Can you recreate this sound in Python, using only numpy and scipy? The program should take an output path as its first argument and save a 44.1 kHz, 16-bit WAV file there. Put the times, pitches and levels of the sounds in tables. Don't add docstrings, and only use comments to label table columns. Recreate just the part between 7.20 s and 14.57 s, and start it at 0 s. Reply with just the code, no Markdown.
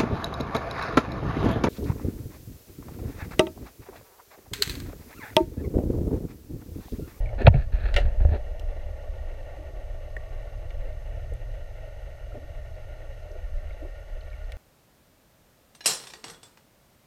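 import sys
import numpy as np
from scipy import signal
from scipy.fft import rfft, irfft, next_fast_len
from scipy.io import wavfile
from scipy.ndimage import uniform_filter1d

SR = 44100
rng = np.random.default_rng(int(sys.argv[2]) if len(sys.argv) > 2 else 0)


def store_pcm(level_fs):
    pcm = np.round(np.clip(level_fs, -1, 1) * 32767).astype(np.int16)
    wavfile.write(sys.argv[1], SR, np.atleast_2d(pcm).T)


N = 325017

# (frequency [Hz], relative density [dB])
HISS_SPECTRUM = [(100, 5), (1000, -1.5), (4500, 6.5), (7000, 1), (8800, -0.5), (10000, -1.5), (14000, -3.5),
                 (15300, -10)]
CLOCK_CYCLES = [185.5, 210.5, 421]
CLOCK_DB = [-88, -80, -84]
# (frequency [Hz], width [Hz], gain [dB], cancelled by normalising)
HUM_MODES = [(1138, 100, 0), (1420, 160, -1)]
# (time [s], lower hum [dB], upper hum [dB])
HUM_LEVELS = [(0, -74, -79), (3.2, -65.5, -78.5), (4.2, -74.5, -73), (7.37, -71.5, -64.5)]
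# (frequency [Hz], width [Hz], relative gain [dB])
SHELL_MODES = [(298.5, 88, -11), (400, 290, -8.5), (581, 263, 3.5), (610, 64, 2), (700, 130, -14.5),
               (845, 127, -8.5), (1270, 170, -20.5), (1413, 296, -11), (1563, 38, -12.5), (1864, 232, -5.5),
               (2080, 140, -11), (2257, 430, -15), (2730, 420, -14.5), (2900, 260, -15.5),
               (3340, 890, -24.5), (3920, 250, -23), (4126, 140, -25.5)]
# (frequency [Hz], width [Hz], relative gain [dB])
HELD_MODES = [(229, 40, 6.5), (390, 350, 0.5), (596, 170, 1.5), (720, 197, -1), (920, 90, -8.5),
              (1547, 880, -4), (1744, 200, 0), (2270, 450, -9), (2560, 360, -7.5), (2740, 270, -11),
              (3350, 900, -18), (4010, 860, -16), (4390, 540, -21.5)]
# (frequency [Hz], width [Hz], gain [dB], cancelled by normalising)
MOUNT_MODES = [(28.3, 38.8, -4), (70.1, 31, 6), (109.2, 36.6, 20)]
# (time [s], level [dB])
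SWAY_LEVELS = [(0, -29), (.5, -28), (.96, -23), (1.3, -33.5), (1.7, -30), (2.4, -35), (4.0, -33),
               (4.7, -40), (5.4, -34), (5.87, -40.5), (6.42, -31.5), (6.75, -38), (7.0, -33.5),
               (7.37, -37.5)]
# (time [s], level [dB])
BUFFET_LEVELS = [(0, -40), (1.0, -52.5), (1.5, -68), (2.4, -54), (4.0, -45), (4.8, -51.5), (5.9, -48.5),
                 (6.5, -68), (7.37, -59)]
# (time [s], level [dB], start pitch [Hz])
BUBBLES = [(.058, -34, 2280), (.07, -42, 2150), (0.09, -37.5, 2160), (2.9657, -26.5, 1840),
           (5.12, -46, 1350), (5.144, -36.5, 400), (5.17, -46.5, 244), (5.215, -50, 273), (6.046, -45, 477),
           (6.507, -42.5, 2160), (6.524, -50, 4300), (6.53, -51, 3700), (6.617, -41.5, 300),
           (6.647, -43.5, 362), (6.898, -41, 1870), (7.009, -45, 4170), (7.013, -45, 2950),
           (7.035, -52, 4100), (7.08, -47, 2210), (7.103, -47, 4000), (7.115, -43, 1800), (7.13, -41, 2250),
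           (7.14, -45, 2150), (7.244, -50, 4200)]
# (time [s], peak [dB], centre [Hz], relative treble [dB], t60 [s])
VENT_SNAPS = [(.219, -40, 3970, -45, 0.013), (0.2773, -31.5, 4200, -33, 0.0096),
              (0.7413, -21, 3040, -32, 0.037), (0.763, -14.5, 2680, -43, 0.051),
              (0.773, -22, 2500, -31, 0.12), (0.785, -30, 2870, -36, 0.12), (0.8, -42, 4200, -19, 0.051),
              (1.396, -38, 4060, -14, 0.019), (3.505, -39, 2750, -40, 0.05), (4.1365, -47, 8900, -45, .02),
              (7.32, -34.5, 3760, -11, 0.018)]
# (start [s], length [s], first level [dB], last level [dB], lower-mode boost [dB])
SKIN_STROKES = [(0.136, .05, -77, -68, 17), (0.176, 0.047, -53.5, -38.5, 10), (.235, 0.026, -66, -41, 16),
                (0.313, 0.046, -68, -53, 18.5), (0.337, 0.097, -52, -52, 2),
                (0.517, 0.14, -52.5, -47.5, 0.3), (0.651, 0.047, -41.5, -44, -0.5),
                (0.705, 0.072, -54, -46, -1), (0.795, 0.15, -43.5, -65, 5), (0.996, .045, -53.5, -59.5, 11),
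                (1.064, 0.098, -57, -44, 11.5)]
# (time [s], peak [dB], contact centre [Hz], contact decay [s])
SHELL_KNOCKS = [(0.127, -29, 610, 0.0087), (0.214, -30.5, 1840, .004), (0.258, -30, 1980, .004),
                (0.2672, -9.5, 2650, .0025), (.271, -2.5, 640, 0.0019), (.277, -5, 720, 0.0022),
                (.268, -18.5, 3870, 0.0045), (0.277, -20, 2400, 0.0037), (.339, -32.5, 2340, .003),
                (.34, -26, 700, .005), (0.359, -40, 2750, .001), (0.766, -19.5, 583, 0.0042),
                (0.781, -18.5, 570, .007), (1.049, -22.5, 490, 0.0018), (1.135, -29, 450, 0.0027),
                (1.151, -31, 480, .005), (2.385, -42, 310, 0.055), (2.48, -44.5, 320, 0.071),
                (4.118, -32, 400, 0.0089), (5.143, -34, 327, 0.0047), (6.102, -37, 416, 0.035),
                (6.15, -37, 400, 0.016), (7.32, -38, 2300, .004)]
# (time [s], peak [dB], swing [Hz])
CAMERA_JOLTS = [(0.004, -16, 38), (0.246, -8.5, 57), (0.273, -3.5, 133.6), (0.28, -1, 91.3),
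                (0.297, -10, 74), (0.344, -12.5, 132.4), (0.365, -16, 39.8), (0.386, -20, 41.4),
                (0.536, -11.5, 43), (0.64, -15.5, 45.3), (0.758, -15, 40.4), (0.807, -19.5, 41),
                (0.85, -13.5, 52.4), (0.877, -14, 45.3), (1.009, -11.5, 50.7), (1.05, -10.5, 71.3),
                (1.088, -15.5, 57.6), (1.118, -13.5, 74.3), (1.136, -22.5, 40), (4.118, -23, 42.7)]

TIME_S = np.arange(N) / SR


def amp(db):
    return 10 ** (np.asarray(db) / 20)


def unit_rms(x):
    return x / np.sqrt(np.mean(x ** 2) + 1e-20)


def at_peak(x, peak_db):
    return amp(peak_db) * x / abs(x).max()


def add(mix, start_s, sound):
    part = mix[round(start_s * SR):][:len(sound)]
    part += sound[:len(part)]


def shaped_noise(response):
    size = 2 * next_fast_len(N // 2 + SR // 20)
    hz = np.fft.rfftfreq(size, 1 / SR) + 1
    return irfft(rfft(rng.standard_normal(N), size) * response(hz), size)[:N]


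def drift(cutoff_hz):
    return unit_rms(shaped_noise(lambda hz: 1 / (1 + (hz / cutoff_hz) ** 2)))


def ring(modes, drive, tilt_db_per_oct=0, order=3):
    f = np.fft.rfftfreq(2 ** 14, 1 / SR) + 1
    power = 0
    for hz, width_hz, db in modes:
        gain = amp(db + tilt_db_per_oct * np.log2(hz / 1000))
        detuning = (hz ** 2 - f ** 2) / (f * width_hz)
        power += gain ** 2 / (1 + detuning ** 2) ** order
    cepstrum = irfft(np.log(power + 1e-14) / 2)
    cepstrum[1:len(f) - 1] *= 2
    cepstrum[len(f):] = 0
    impulse = irfft(np.exp(rfft(cepstrum)))[:len(f)]
    return signal.fftconvolve(drive, impulse)[:len(drive)]


def ring_halves(modes, envelope, split_hz=1020):
    lower = [mode for mode in modes if mode[0] <= split_hz]
    upper = [mode for mode in modes if mode[0] > split_hz]
    return [unit_rms(ring(half, envelope * rng.standard_normal(N))) for half in (lower, upper)]


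def electronics(hiss_db=-68, frame_hz=30000 / 1001):
    hz, density_db = np.transpose(HISS_SPECTRUM)
    hiss = shaped_noise(lambda f: amp(np.interp(np.log(f), np.log(hz), density_db)))
    frame_phase = TIME_S * frame_hz % 1
    whine = sum(amp(db + 6) * np.sin(2 * np.pi * cycles * frame_phase)
                for cycles, db in zip(CLOCK_CYCLES, CLOCK_DB))
    return amp(hiss_db) * unit_rms(hiss) + whine


def hums():
    times_s, *levels_db = np.transpose(HUM_LEVELS)
    return sum(unit_rms(ring([mode], rng.standard_normal(N))) * amp(np.interp(TIME_S, times_s, db))
               for mode, db in zip(HUM_MODES, levels_db))


def crackle(ticks_per_s=9):
    out, t = np.zeros(N), np.arange(SR // 50) / SR
    for when, pitch, faintness in rng.random((round(ticks_per_s * N / SR), 3)):
        hz = 2200 * 2.6 ** pitch
        burst = rng.standard_normal(len(t)) * np.exp(-t / .003)
        tick = ring([(hz, .4 * hz, 0)], burst, order=2)
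        peak_db = -62 - 3 * np.log(faintness + .036)
        add(out, when * N / SR, at_peak(tick, peak_db))
    return out


def mount_rumble():
    sway_db = np.interp(TIME_S, *np.transpose(SWAY_LEVELS))
    rock_db = -44.5 + .73 * (sway_db + 36)
    buffet_db = np.interp(TIME_S, *np.transpose(BUFFET_LEVELS))
    return sum(unit_rms(ring([mode], rng.standard_normal(N))) * amp(db)
               for mode, db in zip(MOUNT_MODES, (sway_db, rock_db, buffet_db)))


def flow(first_db=-43.5, settled_db=-53, settle_s=4.3, upper_db=-58.5):
    eddies = amp(1.57 * drift(cutoff_hz=25.6))
    lower, upper = ring_halves(SHELL_MODES, eddies)
    lower_db = settled_db + (first_db - settled_db) * np.exp(-TIME_S / settle_s)
    lull_db = -6.5 * np.exp(-((TIME_S - .47) / .12) ** 2)
    return amp(lull_db) * (amp(lower_db) * lower + amp(upper_db) * upper)


def bubbles(rise_oct_per_s=4.65, t60_cycles=52):
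    out, t = np.zeros(N), np.arange(SR // 4) / SR
    for start_s, level_db, hz in BUBBLES:
        cycles = np.cumsum(hz * 2 ** (rise_oct_per_s * t)) / SR
        splutter = unit_rms(ring(SHELL_MODES, rng.standard_normal(len(t)), tilt_db_per_oct=-7))
        wobble = 1 + .5 * unit_rms(uniform_filter1d(rng.standard_normal(len(t)), round(3 * SR / hz)))
        voice = wobble * np.sin(2 * np.pi * cycles) + amp(-3) * splutter
        envelope = amp(level_db - 60 * t * hz / t60_cycles) * (1 - np.exp(-t / .0008))
        add(out, start_s, envelope * voice)
    return out


def snaps():
    out, t = np.zeros(N), np.arange(SR // 6) / SR
    for start_s, peak_db, hz, treble_db, t60_s in VENT_SNAPS:
        burst = rng.standard_normal(len(t)) * amp(-60 * t / t60_s) * (1 - np.exp(-t / .00005))
        direct = ring([(hz, .79 * hz, 0), (10500, 15000, treble_db)], burst, order=2)
        shell = amp(31) * ring(SHELL_MODES, direct, tilt_db_per_oct=-5.5)
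        add(out, start_s, at_peak(direct + shell, peak_db))
    return out


def skin_rub(attack_s=.008, release_db_per_s=900):
    clumps = amp(2.5 * drift(cutoff_hz=90))
    lower, upper = ring_halves(HELD_MODES, clumps)
    out = np.zeros(N)
    for start_s, length_s, first_db, last_db, boost_db in SKIN_STROKES:
        t = TIME_S - start_s
        attack = np.clip(t / attack_s, 0, 1)
        slide_db = first_db + (last_db - first_db) * np.clip(t / length_s, 0, 1)
        release_db = release_db_per_s * np.clip(t - length_s, 0, 1)
        out += attack * amp(slide_db - release_db) * (upper + amp(boost_db) * lower)
    return out


def knocks(let_go_s=1.3):
    out, t = np.zeros(N), np.arange(SR // 8) / SR
    for start_s, peak_db, hz, decay_s in SHELL_KNOCKS:
        burst = rng.standard_normal(len(t)) * np.exp(-t / decay_s) * (1 - np.exp(-t / .00029))
        contact = ring([(hz, .5 * hz, 0)], burst, order=2)
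        modes = HELD_MODES if start_s < let_go_s else SHELL_MODES
        add(out, start_s, at_peak(ring(modes, contact, tilt_db_per_oct=.5), peak_db))
    return out


def jolts(soft_t60_s=.13, hard_above_db=-4):
    out, t = np.zeros(N), np.arange(SR // 3) / SR
    for start_s, peak_db, hz in CAMERA_JOLTS:
        t60_s = soft_t60_s * (.42 if peak_db > hard_above_db else 1)
        envelope = amp(-60 * t / t60_s) * (1 - np.exp(-t / .003))
        add(out, start_s, at_peak(envelope * np.sin(2 * np.pi * hz * t), peak_db))
    return out


def scene():
    background = mount_rumble() + flow() + hums()
    handling = skin_rub() + jolts() + knocks()
    return (background + handling + snaps() + bubbles() + crackle() + electronics())[None]


def record(dry, ceiling=.97, cutoff_hz=15300):
    clipped = dry / (1 + abs(dry / ceiling) ** 9) ** (1 / 9)
    lowpass = signal.firwin(511, cutoff_hz, window=("kaiser", 9), fs=SR)
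    return signal.oaconvolve(clipped, lowpass[None], "same")


dry = scene()
out = record(dry)
store_pcm(out)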